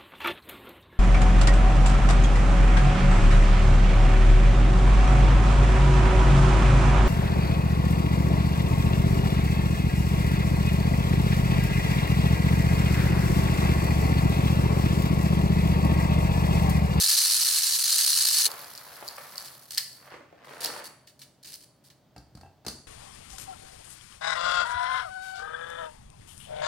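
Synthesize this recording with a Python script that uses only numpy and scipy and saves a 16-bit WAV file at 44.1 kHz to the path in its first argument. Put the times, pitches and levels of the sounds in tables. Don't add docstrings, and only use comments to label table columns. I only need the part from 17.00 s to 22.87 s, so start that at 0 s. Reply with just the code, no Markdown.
import sys
import numpy as np
from scipy import signal
from scipy.fft import rfft, irfft
from scipy.io import wavfile
from scipy.ndimage import uniform_filter1d

SR = 44100
rng = np.random.default_rng(int(sys.argv[2]) if len(sys.argv) > 2 else 0)


def inscribe(sig):
    pcm = np.round(np.clip(np.atleast_2d(sig).T, -1, 1) * 32767)
    wavfile.write(sys.argv[1], SR, pcm.astype(np.int16))


N = 258867
TIME = np.arange(N) / SR


def from_db(db):
    return 10 ** (np.asarray(db) / 20)


def rms_one(x):
    return x / np.sqrt(np.mean(x ** 2) + 1e-20)


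def at_hz(points, hz):
    f, value = np.transpose(points)
    return np.interp(np.log(hz + 1), np.log(f), value)


def level(s, db):
    return from_db(np.interp(TIME, s, db, left=-120, right=-120))


def clicks(times, db):
    out = np.zeros(N)
    out[(np.asarray(times) * SR).astype(int)] = from_db(db)
    return out


def scattered(per_s, start, end):
    slots = np.arange(start, end - 1 / per_s, 1 / per_s)
    return slots + rng.random(len(slots)) / per_s


def grains(per_s, spread_db):
    force_db = spread_db * np.clip(rng.standard_normal(N), -2, 2)
    hits = (rng.random(N) < per_s / SR) * from_db(force_db)
    flow = uniform_filter1d(hits ** 2, size=SR // 7)
    return hits / np.sqrt(np.abs(flow) + 1e-9)


SIDE_SHARE, SIDE_TILT = 0.82, 0.69


def stereo_noise(size=N):
    mid, side = rng.standard_normal((2, size))
    side = SIDE_SHARE * (side - SIDE_TILT * np.roll(side, 1))
    return (mid + side * [[1], [-1]]) / np.sqrt(1 + SIDE_SHARE ** 2)


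def cracks(hits, t60):
    energy_decay = from_db(-120 / (t60 * SR))
    energy = signal.lfilter([1], [1, -energy_decay], hits ** 2 + 1e-24)
    return np.sqrt(energy) * stereo_noise()


def ring(hits, modes):
    out = 0
    for hz, db, t60 in modes:
        r = from_db(-60 / (t60 * SR))
        w = 2 * np.pi * hz / SR
        sine = signal.lfilter([0, np.sin(w)], [1, -2 * r * np.cos(w), r * r], hits + 1e-18)
        out = out + from_db(db) * sine
    return out


def colour(x, spectrum, peaks=()):
    size = 2 ** 13
    hz = np.arange(size // 2 + 1) * SR / size
    db = at_hz(spectrum, hz)
    for f, width, lift in peaks:
        db = db + lift / (1 + (2 * (hz - f) / width) ** 2)
    bass_cut = 1 + (spectrum[0][0] / 2 / (hz + 1)) ** 2
    gain = rms_one(from_db(db) / bass_cut)
    cepstrum = irfft(np.log(gain))
    cepstrum[1:size // 2] *= 2
    cepstrum[size // 2 + 1:] = 0
    impulse = irfft(np.exp(rfft(cepstrum)))
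    return signal.oaconvolve(x, impulse[None], axes=1)[:, :N]


# f/Hz, t60/s
KITCHEN = [(150, 0.64), (600, 0.39), (1500, 0.55), (4500, 0.41), (9000, 0.49), (15000, 0.25)]


def kitchen(x, wet_db):
    t = np.arange(SR * 3 // 5) / SR
    white = rfft(stereo_noise(size=len(t)))
    hz = np.arange(white.shape[1]) * SR / len(t)
    octave = np.clip(np.round(np.log2(hz / 125 + 1e-9)), 0, 7)
    tail = 0
    for k in range(8):
        band = irfft(white * (octave == k), len(t))
        tail = tail + band * from_db(-60 * t / at_hz(KITCHEN, 125 * 2 ** k))
    tail = tail * np.clip(t / .008 - .5, 0, 1)
    tail /= np.sqrt(np.sum(tail ** 2) / 2)
    return x + from_db(wet_db) * signal.oaconvolve(x, tail, axes=1)[:, :N]


# f/Hz, width/Hz, lift/dB
HOPPER = [(1746, 180, 8), (2950, 150, 5), (4380, 270, 3), (5450, 87, 2.5), (6200, 200, 3.5), (8350, 640, 1),
          (9600, 1000, 0)]


def in_hopper(x, spectrum):
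    return colour(x, spectrum, HOPPER)


# f/Hz, relative level/dB
RIM_COLOUR = [(3700, -44), (4250, -28), (4430, 9), (4570, 5), (4750, -5), (5400, -27.5), (7000, -54)]


def rim_ring(hits):
    return colour(cracks(hits, t60=0.68), RIM_COLOUR)


# f/Hz, relative level/dB
ROOM_TONE = [(15, -53.5), (25, -17), (137, -1.5), (206, -3.5), (301, -4.5), (531, -12), (591, -3.5),
             (659, -9.5), (1040, -16), (2760, -26.5), (3080, -23), (5140, -27.5), (11300, -40),
             (14800, -31), (16000, -33)]
AIR_DB, HUM_DB, HUM_HZ = -62, -68, 135


def room_tone():
    hum = rms_one(ring(rng.standard_normal(N), [(HUM_HZ, 0, .2)]))
    return from_db(AIR_DB) * colour(stereo_noise(), ROOM_TONE) + from_db(HUM_DB) * hum


# t/s, click level/dB, hollow knock level/dB, casing push level/dB
LID = [(5.163, -49.5, -39.5, -40), (5.18, -47, -61, -38.5), (5.351, -47.5, -58, -34.5),
       (5.373, -49.5, -50, -59), (5.411, -50, -50, -66), (5.4334, -75, -40, -70), (5.461, -67.5, -44, -70),
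       (5.649, -47.5, -42.5, -52), (5.665, -27, -36, -35), (5.682, -25, -45.5, -44)]
# f/Hz, relative level/dB
CLICK_COLOUR = [(300, -14), (1500, -31), (3400, -14), (4600, 1), (6000, -11), (9000, -12), (12000, -18.5),
                (16000, -25)]
LID_COLOUR = [(80, -15), (200, 4.5), (350, 2), (520, 0), (800, -14), (1300, -4), (2200, -12), (5000, -32)]
# f/Hz, relative level/dB, t60/s
LID_MODES = [(670, -26, 0.12), (729, -3, 0.061), (782, -7.5, 0.17), (832, -9, 0.16), (887, -18, 0.19),
             (1340, -25, 0.063), (1590, -10, 0.035), (2660, -12, 0.042)]
CASING = [(89, 3, 0.21), (141, 5.5, 0.11), (184, 1.5, 0.056), (294, -9.5, 0.23)]


def lid():
    s, click_db, knock_db, push_db = np.transpose(LID)
    hits = clicks(s, click_db)
    click = from_db(-1.5) * in_hopper(cracks(hits, t60=0.041), CLICK_COLOUR)
    rim = from_db(-29.5) * rim_ring(hits)
    knock_hits = clicks(s, (click_db + knock_db) / 2)
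    knock = from_db(-2.5) * colour(cracks(knock_hits, t60=0.079), LID_COLOUR)
    hollow = 0
    for mode in LID_MODES:
        uneven_db = knock_db + rng.normal(0, 2, len(s))
        hollow = hollow + from_db(-5.5) * ring(clicks(s, uneven_db), [mode])
    thump = from_db(-12) * ring(clicks(s, push_db), CASING)
    return kitchen(click + rim + knock + hollow + thump, wet_db=-4)


# t/s at full strength, rise/s, hold/s, fall/s, rustle level/dB, low flexing level/dB
BAG_MOVES = [(1.466, .03, 0.0092, 0.41, -41, -53), (1.892, 0.2, 0.5, 0.47, -51, -70),
             (3.116, 0.14, 0.015, 0.075, -46.5, -69), (3.45, 0.036, 0.027, 0.36, -52.5, -58),
             (3.673, 0.3, 0.088, 0.15, -41, -47.5)]


def bag_motion():
    gains = 0
    for s, rise, hold, fall, *db in BAG_MOVES:
        before = np.maximum(s - TIME, 0) / rise
        after = np.maximum(TIME - s - hold, 0) / fall
        shape = from_db(-20 * np.minimum(before + after, 10))
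        gains = gains + np.outer(from_db(db), shape)
    return gains


# t/s, snap level/dB, thud level/dB
CREASES = [(2.025, -35.5, -38.5), (2.182, -33, -49), (2.894, -55, -80), (3.026, -46, -73), (3.12, -39, -46),
           (3.141, -39, -40), (3.206, -50.5, -43), (3.326, -53, -43)]
# f/Hz, relative level/dB
RUSTLE_COLOUR = [(250, -27.5), (500, -5.5), (800, -2.5), (1150, -2.5), (1850, -6.5), (2800, -13.5),
                 (5000, -23), (14000, -45)]
FLEX_COLOUR = [(100, -12), (200, -8), (320, -2.5), (470, 2.5), (650, -2.5), (1200, -21.5), (5000, -47.5)]


def bag():
    rustling, flexing = bag_motion()
    pop_s, snap_db, thud_db = np.transpose(CREASES)
    rustle = rustling * rms_one(cracks(grains(per_s=460, spread_db=4.5), t60=0.019))
    flex = flexing * rms_one(cracks(grains(per_s=220, spread_db=1.5), t60=.025))
    snaps = cracks(clicks(pop_s, snap_db), t60=0.036)
    thuds = from_db(2.5) * cracks(clicks(pop_s, thud_db), t60=0.033)
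    film = from_db(-0.5) * colour(rustle + snaps, RUSTLE_COLOUR)
    panels = from_db(-1.5) * colour(flex + thuds, FLEX_COLOUR)
    near = film + panels
    mid = near.mean(axis=0)
    wide = mid + from_db(4) * (near - mid)
    return kitchen(wide, wet_db=-1)


# t/s, level/dB
TRICKLE = [(1.469, -39), (1.81, -46), (2.4, -45), (2.7, -51), (2.9, -49.5), (3.099, -59), (3.2, -87)]
# start t/s, length/s, level/dB, swell over its length/dB
SHIFTS = [(2.369, 0.12, -47, 2), (2.707, 0.077, -43, -11), (3.445, 0.21, -57.5, 5),
          (3.606, .042, -35.5, 14.5), (3.661, 0.14, -47.5, -4), (3.841, 0.04, -44, -12),
          (4.068, 0.04, -62, 0), (4.192, 0.048, -56, -2), (4.429, 0.13, -48.5, 9.5),
          (4.607, 0.039, -54.5, 4), (4.839, 0.049, -61, 1.5)]
# f/Hz, relative level/dB
SLIDE_COLOUR = [(500, -13), (2000, -28.5), (3400, -8), (4500, -4.5), (6500, -11.5), (8500, -12),
                (10300, -6), (13000, -6.5), (16000, -11)]
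SHIFT_COLOUR = [(400, -16), (1200, -15), (1750, -11), (2400, -9), (3400, -4.5), (4500, 3), (6500, -5.5),
                (9500, -2), (12500, -6), (16000, -10.5)]


def heap():
    slide = rms_one(cracks(grains(per_s=460, spread_db=0), t60=0.021))
    ticks = level(*np.transpose(TRICKLE)) * slide
    push = 0
    for s, length, db, swell_db in SHIFTS:
        push = push + level([s, s + length], [db - swell_db / 2, db + swell_db / 2])
    crunch = push * rms_one(cracks(grains(per_s=900, spread_db=4), t60=0.012))
    return from_db(-3.5) * in_hopper(ticks, SLIDE_COLOUR) + from_db(2) * in_hopper(crunch, SHIFT_COLOUR)


# t/s, tick level/dB, wall knock level/dB
CONTACTS = [(1.5569, -35, -62), (1.751, -27, -54), (1.7768, -23, -58), (2.079, -19, -68), (2.086, -19, -64),
            (2.357, -26, -73), (2.38, -16, -52), (2.7476, -22, -58), (2.775, -13, -30.5), (2.780, -3, -52),
            (2.7842, -10, -44), (3.6467, -9, -38.5), (3.6583, -13, -37.5), (4.073, -50, -53.5),
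            (4.2166, -48, -48.5), (4.4464, -36, -50), (4.473, -30, -53), (4.541, -21.5, -65),
            (4.901, -52, -57.5)]
# f/Hz, relative level/dB
BEAN_COLOUR = [(300, -48), (2000, -27), (3400, -28), (4300, 1), (5100, 2.5), (6200, -13), (7200, -8.5),
               (10000, -11.5), (16000, -14)]
WALL_COLOUR = [(200, -49), (800, -11.5), (1750, -1.5), (2500, 1), (3300, 2), (4500, 8), (6000, -0.5),
               (8000, -1.5), (11000, -7.5), (16000, -5.5)]
TUMBLES_PER_S, TUMBLE_DB, TUMBLE_SPREAD_DB = 23, 8.5, 5


def single_contacts():
    s, tick_db, wall_db = np.transpose(CONTACTS)
    trickle_s, trickle_db = np.transpose(TRICKLE)
    moments = scattered(TUMBLES_PER_S, trickle_s[0], trickle_s[-1])
    scatter_db = TUMBLE_SPREAD_DB * rng.standard_normal(len(moments))
    tumbles = clicks(moments, np.interp(moments, trickle_s, trickle_db) + TUMBLE_DB + scatter_db)
    ticks = from_db(-6) * in_hopper(cracks(clicks(s, tick_db) + tumbles, t60=.01), BEAN_COLOUR)
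    wall = from_db(6.5) * in_hopper(cracks(clicks(s, wall_db), t60=0.11), WALL_COLOUR)
    hard_blows = clicks(s, (tick_db + wall_db) / 2)
    return ticks + wall + from_db(-21.5) * rim_ring(hard_blows)


BEAN_LOW_HZ, BEAN_HIGH_HZ = 4110, 14340


def bean_rings(hits, t60):
    pitches = np.geomspace(BEAN_LOW_HZ, BEAN_HIGH_HZ, 20)
    dealt = rng.integers(0, len(pitches), N)
    pings = 0
    for k, hz in enumerate(pitches):
        pings = pings + ring(hits * (dealt == k), [(hz, 0, t60)])
    return rms_one(pings)


# t/s, level/dB
POUR = [(0.02, -21.5), (0.85, -25), (0.902, -22.5), (1.242, -23), (1.278, -20), (1.298, -24), (1.46, -20.5)]
# f/Hz, relative level/dB
POUR_COLOUR = [(150, -33), (400, -35), (700, -25), (1300, -16.5), (1750, -18), (2500, -14.5), (3450, -10),
               (4150, -0.5), (5100, -4), (7200, -8), (9700, -4.5), (13000, -9.5), (16000, -16.5)]
POUR_CUT_S, POUR_HITS_PER_S = 1.473, 630
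STRIKES_PER_S, STRIKE_DB, STRIKE_SPREAD_DB = 26, 0.5, 3


def pour():
    flow = from_db(np.interp(TIME, *np.transpose(POUR)))
    hits = grains(POUR_HITS_PER_S, spread_db=0)
    clacks = rms_one(cracks(hits, t60=.02))
    stream = rms_one(clacks + from_db(-9) * bean_rings(hits, t60=0.015))
    moments = scattered(STRIKES_PER_S, 0, POUR_CUT_S)
    strike_db = STRIKE_DB + STRIKE_SPREAD_DB * rng.standard_normal(len(moments))
    strikes = cracks(clicks(moments, strike_db), t60=0.033)
    clatter = in_hopper(flow * (stream + strikes), POUR_COLOUR)
    cut = np.clip((POUR_CUT_S - TIME) / 0.023 + .5, 0, 1)
    return kitchen(clatter, wet_db=-7) * cut


def scene():
    beans = pour() + kitchen(heap() + single_contacts(), wet_db=-7.5)
    return beans * from_db([[-.25], [.25]]) + bag() + lid() + room_tone()


def record(dry):
    bass_cut = signal.butter(6, 54, "high", fs=SR, output="sos")
    top_cut = signal.ellip(10, .2, 80, 16100, fs=SR, output="sos")
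    return signal.sosfilt(top_cut, signal.sosfilt(bass_cut, dry))


dry = scene()
out = record(dry)
inscribe(out)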